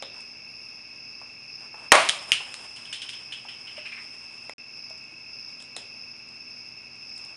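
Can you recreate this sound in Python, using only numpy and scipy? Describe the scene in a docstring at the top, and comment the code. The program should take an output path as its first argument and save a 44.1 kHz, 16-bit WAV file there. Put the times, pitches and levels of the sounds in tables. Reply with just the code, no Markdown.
"""Night in an open yard: a plastic bottle under pressure is flung down and bursts, and the surroundings throw the bang back.
The empty shell lands, bounces and rolls out; after a short break in the sound a second bottle creaks as it is twisted.
Choruses of crickets trill throughout over a faint mains hum."""
import sys
import numpy as np
from scipy import signal
from scipy.fft import rfft, irfft, next_fast_len
from scipy.io import wavfile
from scipy.ndimage import map_coordinates

SR = 44100
rng = np.random.default_rng(int(sys.argv[2]) if len(sys.argv) > 2 else 0)


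def to_wav(s):
    """Save 16-bit WAV."""
    ch = np.atleast_2d(s).T  # columns
    pcm = np.round(np.clip(ch, -1, 1) * 32767)  # PCM
    wavfile.write(sys.argv[1], SR, pcm.astype(np.int16))


N = 324576

# the bang and its strongest echo: (s, level dB, t60 s, treble dB)
BLAST = [(1.919, 2.5, 0.016, 9), (1.9242, 2.5, 0.011, 7.5), (1.9529, -8, 0.024, 0)]
BANG = [(30, -26), (130, -18.5), (280, -6.5), (700, 1), (1300, 3), (2400, 0), (4000, -7), (7500, -12.5), (9500, -10.5), (11500, -42)]  # (Hz, dB per Hz)
ROAR = [(60, -28), (190, -23.5), (300, -16), (440, -15), (620, 5), (820, -0.5), (1090, 2.5), (1650, -7), (2350, -4), (3600, -13.5), (7000, -22.5), (8800, -18.5), (10200, -22.5), (11500, -39.5)]  # the bang's echoes: (Hz, dB per Hz)
ROAR_LIFE = [(150, 0.37), (600, 0.36), (1200, 0.41), (3000, 0.6), (9000, 0.49)]  # (Hz, t60 s)
# the flying shell hits the ground: (s, level dB, ring Hz, crack dB, echo dB)
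BOUNCES = [(2.0897, -14, 3100, 5, -16), (2.0944, -7.5, 3270, -0.5, -8), (2.3193, -1, 2800, -8, -4.5), (2.5419, -29.5, 2650, 4, -5), (2.762, -31.5, 2850, -3.5, 1.5), (3.0926, -23, 3040, -5, -1.5)]
SHELL = [(0.119, -47), (.33, -32), (0.499, -16.5), (.7, -12.5), (.88, -4.5), (1.019, 1.5), (1.14, -3.5), (1.298, -16.5), (1.8, -20), (3, -43)]  # the wall's resonance: (ratio to the ring, dB per Hz)
# dull knocks of feet and bottle: (s, scuff dB, hollow note dB, note Hz)
KNOCKS = [(0.024, -43, -36.5, 542), (1.214, -40.5, -48, 1150), (1.742, -39, -40.5, 850), (2.403, -35, -38, 825), (3.450, -39.5, -45, 826), (3.778, -45, -34.5, 604), (4.905, -45, -42, 642), (5.125, -63, -48.5, 325)]
# stiff plastic snaps in the hands: (s, edge dB, flipping panel dB)
SNAPS = [(0.0244, -37.5, -27), (0.2064, -41, -56), (4.8993, -46, -55), (5.4939, -52, -52), (5.602, -37, -45.5), (5.624, -38, -54), (5.765, -25, -30), (7.1786, -37.5, -61), (7.2498, -41, -54)]
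SNAP_BODY = [(60, -13), (180, -9), (320, -0.5), (600, 4.5), (1100, -2), (2200, -5), (4500, -18), (7000, -48)]  # (Hz, dB per Hz)
SNAP_EDGE = [(300, -47.5), (1500, -9), (4000, -4), (6000, -11), (7200, 0), (8500, -2.5), (10300, -6.5), (11500, -26)]  # (Hz, dB per Hz)
YARD = [(200, 0.9), (1000, 0.3), (3000, 0.4), (9000, 0.25)]  # (Hz, t60 s)
GRAINS = [(300, -1), (900, 9.5), (2000, 4.5), (3300, 9), (4500, -12.5), (7000, -1), (8900, 3.5), (11500, -11)]  # (Hz, dB per Hz)
LOW_SONG = [(1800, -61.5), (2080, -17), (2240, -3.5), (2390, -12.5), (2520, -1), (2630, 4.5), (2720, 0.5), (2850, -12), (3200, -63)]  # (Hz, dB per Hz)
HIGH_SONG = [(4000, -48), (4500, -24), (4850, -8.5), (5080, 1), (5260, 2), (5400, -2), (5600, -18), (6200, -21), (6800, -56.5), (9000, -59), (10200, -32.5), (11200, -52)]  # (Hz, dB per Hz)
AIR = [(25, -15), (60, -4), (120, -1), (300, -2), (500, -5.5), (1200, -7), (2000, -8.5), (4000, -14.5), (6500, -13.5), (8000, -34), (10500, -26), (11500, -55)]  # (Hz, dB per Hz)
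HUM = [(120, -66), (240, -64.5)]  # (Hz, dB)
BREAK = (4.536, 4.582)  # fixed
TOP_HZ = 11200  # fixed
TIME = np.arange(N) / SR
AGE = np.arange(int(SR * .9)) / SR  # fixed
LOW_DB = -49  # level of the low crickets (dB)
SCUFF = [(150, -25), (500, -2.5), (1000, 3), (1700, -3.5), (4000, -26.5)]  # (Hz, dB per Hz)
MICROPHONE = [(7400, 0), (7950, -4), (8400, -1)]  # a narrow treble dip: (Hz, dB)
# a faint insect buzzes very high: (middle s, length s, Hz, dB)
BUZZES = [(.6, .45, 9940, -74), (4.85, 0.42, 10160, -80), (6.02, 0.51, 10000, -77)]
THUMP = [(30, 2), (200, 1), (500, -3), (1000, -16), (3000, -31)]  # the air pushed from under the shell: (Hz, dB per Hz)
BOUNCE_T60 = 0.0056  # length of a landing's contact (s)
REBOUND_S, REBOUND_DB = .0066, -14  # the shell's other end slaps down just after
# the shell tumbles along and rolls out, bump by bump: (s, level dB)
BUMPS = [(2.855, -37.5), (2.927, -24.5), (2.958, -33), (3.018, -27), (3.086, -34), (3.131, -31), (3.321, -25), (3.484, -29), (3.670, -31), (3.766, -30), (3.852, -28), (3.917, -29.5), (3.968, -33.5)]
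ROLL_HZ, ROLL_T60 = 3053, 0.021  # ring and contact length (s) while it still tumbles briskly
STALL_S, STALL_SAG_HZ, STALL_T60 = .21, 880, 0.044  # time constant of the stall; by the last bump the ring is this much lower, the contact this much longer (s)
ROLL_CRACK_DB, DULLING_DB_PER_S, CRACK_DB_PER_DB = -4.5, 18, 0.3  # crack of the hardest bump; slower and weaker bumps are duller
ROLL_ECHO_DB = 0.5
KNOCK_T60 = .04  # length of a knock's scuff (s)
# feet shuffle on the gravel: (middle s, length s, level dB)
SHUFFLES = [(.175, 0.11, -54.5), (1.638, 0.12, -56), (1.822, 0.19, -52.5), (7.28, .3, -61.5)]
SHUFFLE_GRIT_DB = -4  # gravel crackle over the dull scuff
SNAP_RING_HZ, SNAP_RING_DB, SNAP_ECHO_DB = 3500, 1, -4  # the wall's ring over the panel's body; the yard's answer
CRINKLES_PER_S, CRINKLE_DB, CRINKLE_SPREAD_DB = 4, -53, 5  # faint ticks while the second bottle is twisted
CLICK = (-37, -29, -28, 2180, -12)  # a dry click just before the break: (edge dB, body dB, ring dB, ring Hz, echo dB)
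# after the burst, drops patter down and the puddle fizzes on: (level at the burst dB, fall dB per s)
SPRAY = [(-38, 22), (-53.5, 2.5)]
GRIT_DB = -68  # faint crackle that is always there
HIGH_DB = -44.5  # mean level of the high crickets (dB)
SURGE_BEFORE, SURGE_AFTER = (1.574, .46), (4.858, 0.573)  # the high chorus surges in a regular beat, before and after the break: (one crest s, period s)
# depth of the surges, greatest when the crickets are in step: (s, dB)
SURGE_DEPTH = [(0, 1.5), (1.05, .8), (1.5, 3.5), (2.1, -1), (4.4, -0.5), (4.7, 3), (5.35, 4.3), (6, 0.8), (6.7, 2.5), (7.36, 1.8)]
THUMP_DB = -23  # the thump beside the ring
SOFTENING = 0.047  # growth of a bump's rise time as the roll goes on (s per s)
CRACK = [(300, -46), (1500, -12), (4000, 0.5), (6300, -4.5), (7400, -5), (8600, 0), (9500, -4), (10500, -10.5), (11500, -26)]  # the shell against gravel: (Hz, dB per Hz)
CRINKLE = [(3000, -24), (6000, -14), (7400, 0), (8600, -2), (10000, -13), (11500, -35)]  # (Hz, dB per Hz)
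BUZZ_BAND = [(.98, -40), (1, 0), (1.06, -40)]  # fixed
CLICK_S = 4.495  # fixed


def amp(db):
    """Decibels to gain."""
    return 10 ** (np.asarray(db) / 20)


def unit(x):
    """Scaled to rms 1."""
    return x / np.sqrt(np.mean(x ** 2) + 1e-20)


def along(points, hz):
    """(Hz, value) points read on a log axis."""
    f, v = np.transpose(points)
    return np.interp(np.log(hz + 1), np.log(f + 1), v)


def curves(rows):
    """One value per sample for each column after the time."""
    s, *cols = np.transpose(rows)
    return [np.interp(TIME, s, c) for c in cols]


def wobble(rate):
    """A smooth random curve, rate knots a second."""
    return map_coordinates(rng.standard_normal(int(N * rate / SR) + 4), [TIME * rate])


def filtered(x, response):
    """x times a response of frequency."""
    m = next_fast_len(len(x) + 8192)
    return irfft(rfft(x, m) * response(np.fft.rfftfreq(m, 1 / SR)), m)[:len(x)]


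def coloured(x, spectrum):
    """x with the given colour, at rms 1."""
    return unit(filtered(x, lambda hz: amp(along(spectrum, hz))))


def fade(t60):
    """An exponential decay."""
    return np.exp(-np.log(1000) * AGE / max(t60, 1e-4))




def dying(x, life):
    """Each frequency of x dies at its own speed."""
    hz, t, z = signal.stft(x, SR, nperseg=256)
    return signal.istft(z * np.exp(-np.log(1000) * t / along(life, hz)[:, None]), SR, nperseg=256)[1][:len(x)]


def yard():
    """Scatter from ground, walls and trees, of energy 1."""
    tail = dying(rng.standard_normal(len(AGE)), YARD) * (1 - fade(0.022)) * (1 + 1.2 * fade(0.063))
    return tail / np.linalg.norm(tail)


def add(track, s, sound):
    """Mix a sound in at time s."""
    part = track[round(s * SR):][:len(sound)]
    part += sound[:len(part)]


def burst():
    """The wall tears in two quick blasts; echoes swell behind them and roll away."""
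    out = np.zeros(N)
    for s, db, t60, treble_db in BLAST:
        colour = [(hz, level + treble_db * hz / (hz + 2000)) for hz, level in BANG]
        add(out, s, amp(db) * strike(colour, t60, -12.0))
    near = dying(coloured(rng.standard_normal(len(AGE)), ROAR), ROAR_LIFE) * (1 - fade(0.085))
    far = coloured(rng.standard_normal(len(AGE)), ROAR) * fade(0.88) * (1 - fade(.3))
    add(out, BLAST[0][0], amp(-9) * near + amp(-29.5) * far)
    return out


def bounces():
    """Hard, brief landings, each with a weak rebound."""
    out = np.zeros(N)
    for s, db, ring_hz, crack_db, echo_db in BOUNCES:
        add(out, s, amp(db) * contact(ring_hz, crack_db, BOUNCE_T60, echo_db))
        add(out, s + REBOUND_S, amp(db + REBOUND_DB) * contact(ring_hz, crack_db + 0.5, BOUNCE_T60, echo_db + 2))
    return out


def knocks():
    """Soft contacts: a dull scuff and one damped hollow note."""
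    out = np.zeros(N)
    for s, scuff_db, note_db, note_hz in KNOCKS:
        note = np.sin(2 * np.pi * note_hz * AGE) * (fade(0.055) + .15 * fade(0.46))
        add(out, s, (amp(note_db) * note + amp(scuff_db) * strike(SCUFF, KNOCK_T60, -6)) * (1 - fade(KNOCK_T60 / 4)))
    return out


def snaps():
    """The loud snaps of handled bottles, and one dry click."""
    out = np.zeros(N)
    for s, edge_db, panel_db in SNAPS:
        add(out, s, snap(edge_db, panel_db, panel_db + SNAP_RING_DB, SNAP_RING_HZ, SNAP_ECHO_DB))
    add(out, CLICK_S, snap(*CLICK))
    return out




def chorus(song, centre_hz, spread_hz, pulse_hz, blur_db, count):
    """Crickets each pulse on their own pitch; countless farther ones blur into a band."""
    voices = np.zeros(N)
    for pitch, pace, level in rng.standard_normal((count, 3)):
        stroke = 2 * np.pi * np.cumsum(pulse_hz * (1 + .15 * pace + 0.01484 * wobble(3))) / SR
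        carrier = centre_hz + spread_hz * (pitch + .5 * np.cos(stroke) + .3 * wobble(60))  # pitch sags within each wing stroke
        voices += amp(2 * level) * np.maximum(np.sin(stroke), 0) * np.sin(2 * np.pi * np.cumsum(carrier) / SR)
    return unit(coloured(voices, song) + amp(blur_db) * coloured(rng.standard_normal(N), song))


def crickets():
    """A steady low chorus and a high one that surges about twice a second."""
    crest_s, period_s = np.where(TIME[:, None] < BREAK[0], SURGE_BEFORE, SURGE_AFTER).T
    depth_db, = curves(SURGE_DEPTH)
    high_db = HIGH_DB + depth_db * np.cos(2 * np.pi * (TIME - crest_s) / period_s)
    low = amp(LOW_DB + 0.27 * wobble(5.0)) * chorus(LOW_SONG, centre_hz=2588, spread_hz=45, pulse_hz=54.46, blur_db=5.5, count=4)
    high = amp(high_db) * chorus(HIGH_SONG, centre_hz=5230, spread_hz=75, pulse_hz=70.6, blur_db=5.5, count=9)
    return low + high


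def night():
    """Steady distant town noise and the hum of mains equipment."""
    air = amp(-57.0) * coloured(rng.standard_normal(N), AIR)
    return air + sum(amp(db + wobble(2.92)) * np.sin(2 * np.pi * hz * TIME + .3 * wobble(2.51)) for hz, db in HUM)


def causal(x, spectrum):
    """x through a body of the given colour, which answers only after it is struck."""
    m = 8192  # fixed
    cepstrum = irfft(np.log(amp(along(spectrum, np.fft.rfftfreq(m, 1 / SR)))))
    cepstrum[1:m // 2] *= 2
    cepstrum[m // 2 + 1:] = 0
    return signal.fftconvolve(x, irfft(np.exp(rfft(cepstrum))))[:len(x)]


def shell(ring_hz):
    """The bottle wall's heavily damped resonance at a given pitch."""
    return [(ratio * ring_hz, db) for ratio, db in SHELL]


def strike(spectrum, t60, echo_db):
    """A sharp push, a short rattle of contact and the yard's scatter, all in one body's colour."""
    rattle = rng.standard_normal(len(AGE)) * fade(t60)
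    push = signal.unit_impulse(len(AGE))
    sharp = np.exp(-(t60 / 0.008) ** 2)  # brief contacts are nearly a single push
    force = sharp * push + np.sqrt(np.clip(1 - sharp ** 2, 0, 1)) * rattle / np.linalg.norm(rattle)
    sound = causal(force + amp(echo_db) * yard(), spectrum) / np.linalg.norm(causal(push, spectrum))
    return sound * np.linalg.norm(fade(t60))


def buzzes():
    """Thin high buzzes, each a narrow band (ratio to its pitch, dB) that swells and fades."""
    out = np.zeros(N)
    for s, length, hz, db in BUZZES:
        band = coloured(rng.standard_normal(N), [(ratio * hz, level) for ratio, level in BUZZ_BAND])
        out += amp(db) * band * arch(s, length)
    return out


def contact(ring_hz, crack_db, t60, echo_db):
    """The shell on the ground: it cracks, thumps and rings."""
    ring = strike(shell(ring_hz), t60, echo_db)
    crack = amp(crack_db) * strike(CRACK, t60, echo_db + 2.0)
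    thump = amp(THUMP_DB) * strike(THUMP, t60, -16)
    return ring + crack + thump


def roll():
    """As the shell slows its bumps grow duller and softer; as it stalls they turn longer and lower."""
    out = np.zeros(N)
    first_s, last_s = BUMPS[0][0], BUMPS[-1][0]
    hardest_db = max(db for s, db in BUMPS)
    for s, db in BUMPS:
        rolled_s, stall = s - first_s, np.exp((s - last_s) / STALL_S)
        crack_db = ROLL_CRACK_DB - DULLING_DB_PER_S * rolled_s + CRACK_DB_PER_DB * (db - hardest_db)
        bump = contact(ROLL_HZ - STALL_SAG_HZ * stall, crack_db, ROLL_T60 + STALL_T60 * stall, ROLL_ECHO_DB)
        add(out, s, amp(db) * bump * (1 - fade(SOFTENING * rolled_s)))
    return out


def snap(edge_db, body_db, ring_db, ring_hz, echo_db):
    """Buckling plastic: a bright edge, with body and wall ring when a whole panel flips."""
    return (amp(edge_db) * strike(SNAP_EDGE, 0.0086, echo_db) + amp(body_db) * strike(SNAP_BODY, 0.01, echo_db)
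            + amp(ring_db) * strike(shell(ring_hz), 0.015, echo_db))


def crinkles():
    """The twisted bottle ticks faintly at random moments after the break."""
    out = np.zeros(N)
    span = N / SR - BREAK[1]
    for when, size in rng.random((round(CRINKLES_PER_S * span), 2)):
        add(out, BREAK[1] + when * span, amp(CRINKLE_DB + CRINKLE_SPREAD_DB * (2 * size - 1)) * strike(CRINKLE, .008, -8))
    return out


def crackle():
    """Dense tiny ticks of uneven size, at rms 1."""
    sizes = np.exp(0.87 * np.minimum(rng.standard_normal(N), 2)) * amp(2.2 * wobble(40))
    return coloured(sizes * rng.standard_normal(N), GRAINS)


def spray():
    """Drops and fizz crackle from the burst to the break, dying away into the ever-present grit."""
    age = TIME - BLAST[0][0]
    wet = (age > 0) & (TIME < BREAK[0])
    power = sum(amp(db - fall * np.abs(age)) ** 2 for db, fall in SPRAY)
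    return np.sqrt(wet * power + amp(GRIT_DB) ** 2) * crackle()


def arch(middle_s, length_s):
    """A smooth rise and fall."""
    return np.cos(np.pi * np.clip((TIME - middle_s) / length_s, -.5, .5))


def shuffles():
    """Each slide of a foot scuffs the ground and stirs the gravel."""
    pressure = sum(amp(db) * arch(s, length) for s, length, db in SHUFFLES)
    return pressure * (coloured(rng.standard_normal(N), SCUFF) + amp(SHUFFLE_GRIT_DB) * crackle())


def scene():
    """Everything at one microphone."""
    bottles = burst() + spray() + bounces() + roll() + snaps() + crinkles()
    return (bottles + knocks() + shuffles() + crickets() + buzzes() + night())[None]


def record(dry):
    """The microphone colours the sound and the bang overloads it; the sound breaks off for an instant; the band is limited."""
    running = (TIME < BREAK[0]) | (TIME > BREAK[1])
    low_cut = signal.butter(1, 40, "high", fs=SR, output="sos")  # fixed
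    x = signal.sosfilt(low_cut, np.clip(causal(dry[0], MICROPHONE), -1, 1)) * running
    return filtered(x, lambda hz: 1 / np.sqrt(1 + (hz / TOP_HZ) ** 70))[None]  # fixed


dry = scene()
out = record(dry)
to_wav(out)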